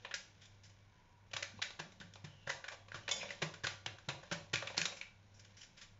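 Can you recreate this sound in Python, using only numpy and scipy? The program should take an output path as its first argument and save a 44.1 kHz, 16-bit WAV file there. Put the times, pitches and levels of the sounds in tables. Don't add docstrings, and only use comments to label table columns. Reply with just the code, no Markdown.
import sys
import numpy as np
from scipy import signal
from scipy.fft import rfft, irfft, next_fast_len
from scipy.io import wavfile
from scipy.ndimage import uniform_filter1d

SR = 44100
rng = np.random.default_rng(int(sys.argv[2]) if len(sys.argv) > 2 else 0)


def wav_out(sig):
    wavfile.write(sys.argv[1], SR, np.round(np.clip(np.atleast_2d(sig).T, -1, 1) * 32767).astype(np.int16))


N = 264415

# start_s, level_db (before the onset ramp), pitch_hz
TAPS = [(1.342,-46,121),(1.538,-51,216.4),(1.571,-49,100),(1.795,-46.5,161),(1.859,-52,213),(2.003,-46,171),(2.241,-40,143),(2.47,-42,133),
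        (2.944,-39.5,106.6),(3.423,-35.5,156.4),(3.638,-38,124.4),(3.864,-41,111.6),(4.082,-34.5,135),(4.318,-33,164.7),(4.534,-33.5,119.4),(4.778,-38,166)]


def gain_of(db):
    return 10 ** (np.asarray(db) / 20)


def evened(x):
    return x / np.sqrt(np.mean(x ** 2) + 1e-20)


def read(points, hz):
    f, value = np.transpose(points)
    return np.interp(np.log(hz + 1), np.log(f + 1), value)


def add(mix, s, sound):
    part = mix[max(round(s * SR), 0):][:len(sound)]
    part += sound[:len(part)]


def resonate(x, hz, width):
    turn = np.exp(2j * np.pi * np.cumsum(hz * np.ones(len(x))) / SR)
    r = np.exp(-np.pi * width / SR)
    return 2 * (turn * signal.lfilter([1 - r], [1, -r], x / turn)).real


def coloured(x, db_of):
    size = next_fast_len(len(x))
    weight = gain_of(db_of(np.fft.rfftfreq(size, 1 / SR)))
    return irfft(rfft(x, size) * weight, size)[:len(x)]


def handling_db():
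    # time_s, level_db
    handling = [(0,-64),(.2,-67.5),(.65,-72),(1.2,-77.5),(1.57,-64),(2.0,-71),(2.6,-69),(2.8,-75),(3.05,-65.5),(3.209,-46.5),(3.3,-54.5),(3.4,-59.5),(3.5,-68),
                (3.96,-73.5),(4.27,-63.5),(4.55,-70),(4.71,-57.5),(4.93,-61.5),(5.06,-77),(5.5,-68),(6,-75)]
    return np.interp(np.arange(N) / SR, *np.transpose(handling))


def kitchen_air():
    # frequency_hz, relative_db (per Hz)
    air_colour = [(12, -38.5), (20, 2.5), (53, -6.5), (102, -4.5), (152, -8.5), (329, -19.5), (631, -21.5),
                  (966, -16), (2050, -26), (2260, -21.5), (2500, -29), (6630, -39.5), (7900, -46.5),
                  (10300, -79), (17400, -120)]
    air_db = -72
    hums_hz, hums_db, hums_meet_s = (98.87, 100.12), (-68.5, -66.5), .6
    air = coloured(rng.standard_normal(N), lambda f: read(air_colour, f))
    scale = np.std(coloured(air, lambda f: np.where(f > 250, 0, -100)))
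    t = np.arange(N) / SR - hums_meet_s
    hum = sum(gain_of(db) * np.sqrt(2) * np.sin(2 * np.pi * hz * t) for hz, db in zip(hums_hz, hums_db))
    fuzz = gain_of(-75) * evened(resonate(rng.standard_normal(N), 100., 3.6))
    return gain_of(air_db) * air / scale + hum + fuzz


def rumble():
    rumble_db, follows = -72.5, 0.72
    db = rumble_db + follows * (uniform_filter1d(handling_db(), size=SR // 6) + 66)
    hollow = resonate(resonate(rng.standard_normal(N), 185., 74.0), 185., 74.0)
    return gain_of(db) * evened(hollow)


def whistles():
    # start_s, end_s, first_hz, last_hz, width_hz (of each of two passes), level_db (before fades)
    whistle_rows = [(0.347, 1.0, 2300, 2300, 120, -87), (0.907, 1.28, 970, 960, 80, -74),
                    (2.25, 2.48, 3020, 2810, 320, -70.5), (2.78, 2.875, 3350, 3350, 200, -79),
                    (2.914, 3.0, 3900, 3830, 200, -67), (3.027, 3.09, 3000, 2980, 150, -68.5)]
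    out = np.zeros(N)
    for start, end, first_hz, last_hz, width, db in whistle_rows:
        hz = np.linspace(first_hz, last_hz, round((end - start) * SR))
        tone = resonate(resonate(rng.standard_normal(SR)[:len(hz)], hz, width), hz, width)
        add(out, start, gain_of(db) * evened(tone) * signal.windows.tukey(len(tone), .15))
    return out


def rustle():
    # frequency_hz, relative_db (per Hz)
    rustle_colour = [(180, -55), (300, -11.5), (416, -4.5), (525, 7.5), (1070, -14), (1500, -4), (5620, 4),
                     (7190, -6.5), (7800, -52.5), (10100, -41), (17200, -120)]
    treble_db, dulling = -5, 0.13
    ticks = rng.standard_normal(N) * gain_of(3.5 * np.minimum(rng.exponential(1, N), 8))
    clumps = evened(uniform_filter1d(rng.standard_normal(N), size=300))
    ticks = evened(coloured(ticks * gain_of(1.8 * clumps), lambda f: read(rustle_colour, f)))
    low = signal.sosfilt(signal.butter(2, 4000, fs=SR, output="sos"), ticks)
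    treble = ticks - low
    effort_db = handling_db()
    return gain_of(effort_db) * (low + gain_of(treble_db - dulling * (effort_db + 65)) * treble)


def fork():
    # frequency_hz, relative_db, t60_s
    modes = [(2223, -2, .3), (3112, -3, .3), (3492, -1, .4), (2557, -9, .3), (4764, -5, .35),
             (5170, -1, .35), (5609, -9, .3), (5776, -6, .25), (6627, -2, .3), (6955, -5, .25),
             (7480, -5, .2)]
    start_s, fork_db = 3.113, -43.0
    out, t = np.zeros(N), np.arange(SR // 2) / SR
    waver_hz = rng.uniform(8, 16, len(modes))
    wavers = 1 + .8 * np.cos(2 * np.pi * waver_hz[:, None] * t)
    ring = np.zeros(len(t))
    for (hz, db, t60), waver in zip(modes, wavers):
        ring += gain_of(db - 60 * t / t60) * np.sin(2 * np.pi * hz * t) * waver
    add(out, start_s, gain_of(fork_db) * ring)
    return out


def thuds():
    t60_s, onset_s = 0.099, 0.0013
    out, t = np.zeros(N), np.arange(SR // 2) / SR
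    swell = 1 - np.exp(-t / onset_s)
    for s, db, hz in TAPS:
        add(out, s, gain_of(db - 60 * t / t60_s) * swell * np.sin(2 * np.pi * hz * t))
    return signal.sosfilt(signal.butter(2, 62, "high", fs=SR, output="sos"), out)


def snap(db, hz, ring_db, knock_db, body_db, treble_db, rise_ms, fade_ms, slips):
    # frequency_hz, width_hz, gain_db
    paper = [(553.5, 30, 7), (1161, 8.2, 8), (1740, 120, -22), (2410, 230, -11), (4030, 28, -28.5)]
    onset_ms, fade_shape = .35, 1.3
    ms = np.arange(len(slips)) * 1000 / SR
    rise_ms, fade_ms = max(rise_ms, .2), max(fade_ms, .5)
    swell = np.minimum(ms / onset_ms, 1) * gain_of(-1.4 * (rise_ms - ms))
    fade = np.exp(-(abs(ms - rise_ms) / fade_ms) ** fade_shape)
    burst = slips * np.where(ms < rise_ms, swell, fade)
    click = np.roll(signal.unit_impulse(len(ms)), round((rise_ms + fade_ms / 2) * SR / 1000))
    # frequency_hz, gain_db
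    shape = [(150, knock_db - 21.0), (330, knock_db + 9.0), (500, body_db + 4.0), (1050, body_db + 10.0),
             (1450, -0.39), (4000, -0.31), (5200, treble_db + 8.0), (8000, treble_db - 5.5)]
    out = []
    for push, reach_db in ((burst, 3.0), (click, -4.0)):
        wide = np.roll(coloured(np.roll(push, 200), lambda f: read(shape, f)), -200)
        panels = sum(gain_of(d) * resonate(wide, f, w) for f, w, d in paper)
        loudest = resonate(resonate(push, hz, 700.), hz, 700.)
        sound = wide + panels + gain_of(ring_db + reach_db) * loudest
        out.append(gain_of(db) * sound / np.sqrt(np.sum(sound ** 2) / 600))
    return out


def snaps_and_shakes():
    # start_s, level_db, pitch_hz (loudest panel); then relative ring_db (that panel),
    # body_db (450-1200 Hz), treble_db (over 4.5 kHz); rise_ms, fade_ms
    snap_rows = [(0.0482,-44.5,2200,-31,-5,-22,2.4,7),(0.1109,-46,1710,3,-11.5,-23,2.71,5.2),(0.1403,-36,1700,-2,-18.5,-3.5,1.09,5.9),(.411,-56.5,3350,2,-13,-3.5,9.2,27),
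                 (.4535,-59.5,3550,11,-20,2.5,3.4,6.7),(0.635,-56,5300,-6,-17,0.5,1.2,31),(.697,-64.5,2240,-21,-23,-3,0.37,9),(1.3128,-58.5,3080,-5,-2.5,-9,3.4,6),
                 (1.3332,-40,2480,-18,-11.5,-9,5,4.7),(1.3648,-37.5,3920,-8,-7.5,-6.5,1.02,5.6),(1.4249,-37.5,2230,-0.5,-17,-7.5,4.8,2.78),(1.5908,-52,1200,-6,13,-20,2.7,4.4),
                 (1.617,-33.5,3780,-5,-19.5,-10.5,8.4,4.5),(1.705,-51,3980,-7,-4.5,-7.5,1.5,3.4),(1.791,-40.5,1430,-0.5,-4,-10,9.4,5.4),(1.92,-61,3900,1,-9,-3,1.4,6),
                 (2.001,-54,3440,4,-8,-6,1,6.9),(2.0111,-50.5,1660,3,-6.5,-9,1.2,12),(2.1369,-56,3370,2,-13,1,1.6,3),(2.1557,-54,1280,-8,0,-12,1.2,7.7),
                 (2.242,-50.5,1750,-8,-5.5,-8,6.8,7.4),(2.2698,-60.5,1600,-7,0,-11,0.32,9),(2.468,-53,1530,-6,-11,-16,2.2,24),
                 (2.4733,-42,1570,10.5,2.5,-5,1.36,6.4),(2.492,-34.5,1630,8,-6,-6,12,0.91),(2.5192,-53.5,1730,-4,1.5,-7,0.73,6.5),
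                 (2.6414,-46,1620,3.5,-6,-14.5,1.7,9),(2.681,-43,1630,7,-7.5,-8,6,2.2),(2.7171,-46.5,2510,-9.5,-0.5,-7.5,5.3,18),(2.8835,-56,2480,-8,-3,-10,.6,5.5),
                 (2.9179,-48,1660,11,-4.5,-12,2.2,2.1),(2.9436,-42,1480,4,-7,-8.5,2.1,19),(3.079,-40.5,1650,-2.5,-12,-16.5,2.1,4.8),(3.089,-38.5,2720,0,-6.5,-7.5,1.78,6.6),
                 (3.1124,-33,3440,18,5.5,11,2.4,10.3),(3.204,-45,2380,12,-11,-24,9.7,13),(3.2297,-45.5,1740,0,8,-7,1.5,6.7),(3.29,-51,2430,2.5,-14,-12,2,6),
                 (3.3051,-42.5,1920,-1,-6,-7.5,2,6.4),(3.418,-33,2200,-2.5,-2.5,-8.5,6.9,7.1),(3.5385,-50,1530,1.5,-14,-8.5,2.4,7.4),(3.636,-35.5,1540,5,-8,-7.5,8.4,7.8),
                 (3.6683,-35,1510,-17,-12,-9.5,3.6,3.8),(3.861,-38,3360,-11,-10,-13.5,3.1,3.5),(3.9847,-55.5,1340,6,-12,-9,0.62,7),(4.0865,-37,3920,-6,-5.5,-8.5,3.1,8),
                 (4.1004,-45,2470,-2,-3,-15,.6,8),(4.229,-52,1620,5.5,4,-8,6.7,6),(4.3134,-37.5,1580,3,-7,-9.5,.6,15),(4.3221,-37,4200,-12,-2.5,-6,5.1,5),
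                 (4.5319,-31.5,1600,-5.5,-11,-8,8.1,5),(4.557,-36,2340,0,-27,-9,.6,4.5),(4.6225,-41,1610,3,2.5,-19,2.33,6.4),(4.671,-41.5,2500,-5.5,-14,-11.5,3.5,5.4),
                 (4.6998,-48,1420,-2,8,-7,1.07,12),(4.745,-51,2490,-12,-3,-31,0.32,3.7),(4.767,-41,1580,-5,-12.5,-6.5,4.3,21),(4.778,-29,4400,-1,-14,-5,1.3,4.8),
                 (4.815,-33.5,2650,-1,-19.5,-3.5,1.12,2.68),(4.8539,-33.5,3840,4.5,-10.5,-3.5,2.8,5.8),(4.9191,-50,2520,9,4,-4,5,9.6),(4.965,-51,2410,-5,-10,-1,4.8,20),
                 (5.0121,-43.5,2420,7,-16.5,-11.5,2.1,4.2),(5.342,-61,5650,7,-1,6,0.82,54),(5.394,-57,5400,-4,-25,0.5,2.1,10.6),(5.446,-59.5,3110,-3,-14,-4,6.3,3.3),
                 (5.5683,-54.5,5750,5,-19,-2,2.3,30),(5.609,-52,3020,0,-20,1,7.5,8),(5.629,-53.5,5700,-1,-21,-3,4,13),(5.768,-54.5,5150,-8,-22,-6.5,10,18),
                 (5.812,-50,3360,-9,-17,-4,4.3,21)]
    tap_reach_s = .02
    free_knock_db, tapped_knock_db, knock_follows = -16, -2.5, 0.77
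    direct, spread = np.zeros((2, N))
    slips = np.tanh(0.13 * rng.standard_normal((len(snap_rows), 3000)))
    for (s, db, hz, ring_db, body_db, *row), slip in zip(snap_rows, slips):
        tapped = any(abs(s - tap[0]) < tap_reach_s for tap in TAPS)
        knock_db = (tapped_knock_db if tapped else free_knock_db) + knock_follows * body_db
        near, far = snap(db, hz, ring_db, knock_db, body_db, *row, slip)
        add(direct, s, near)
        add(spread, s, far)
    return direct, spread


def room(x):
    # frequency_hz, t60_s
    decay = [(100, 0.35), (260, 0.37), (700, 0.49), (1840, 0.33), (4850, 0.36)]
    out, t = np.zeros(N), np.arange(N) / SR
    for k in range(3):
        taps = np.zeros(SR // 2)
        at = np.arange(100, len(taps) - 10, 10)
        taps[at + rng.integers(0, 10, len(at))] = rng.choice([-1., 1.], len(at))
        hz, s, z = signal.stft(taps, SR, nperseg=256)
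        t60 = np.maximum(read(decay, hz), .05)[:, None]
        tail = signal.istft(z * gain_of(-60 * s / t60), SR, nperseg=256)[1]
        turn = np.sqrt(2 / 3) * np.cos(np.pi * (t * 3.7 + k / 3))
        out += signal.fftconvolve(x * turn, tail / np.linalg.norm(tail))[:N]
    return out


def scene():
    snaps, spread = snaps_and_shakes()
    near = fork() + rustle()
    low = thuds()
    walls = room(spread + 0.47 * snaps + near + 1.5 * low)
    return (snaps + near + low + gain_of(-5.0) * walls + whistles() + rumble() + kitchen_air())[None]


def record(dry):
    # frequency_hz, gain_db
    response = [(20, -4.5), (200, -1.5), (255, -4), (330, 0.5), (1130, -3.5), (1270, -9.5), (1420, 0),
                (4000, -0.5), (4400, -5.5), (5000, -5), (6800, 1), (7500, -0.5)]
    edge_hz = 7540
    heard = coloured(dry[0], lambda f: read(response, f))[None]
    band_limit = signal.firwin(221, edge_hz, window=("kaiser", 4.5), fs=SR)
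    narrow = signal.oaconvolve(heard, band_limit[None], "same")
    narrow = signal.sosfilt(signal.butter(6, 8400, fs=SR, output="sos"), narrow)
    hiss = gain_of(-98.0) * rng.standard_normal(dry.shape)
    return narrow + signal.oaconvolve(hiss, signal.firwin(255, 15800, fs=SR)[None], "same")


dry = scene()
out = record(dry)
wav_out(out)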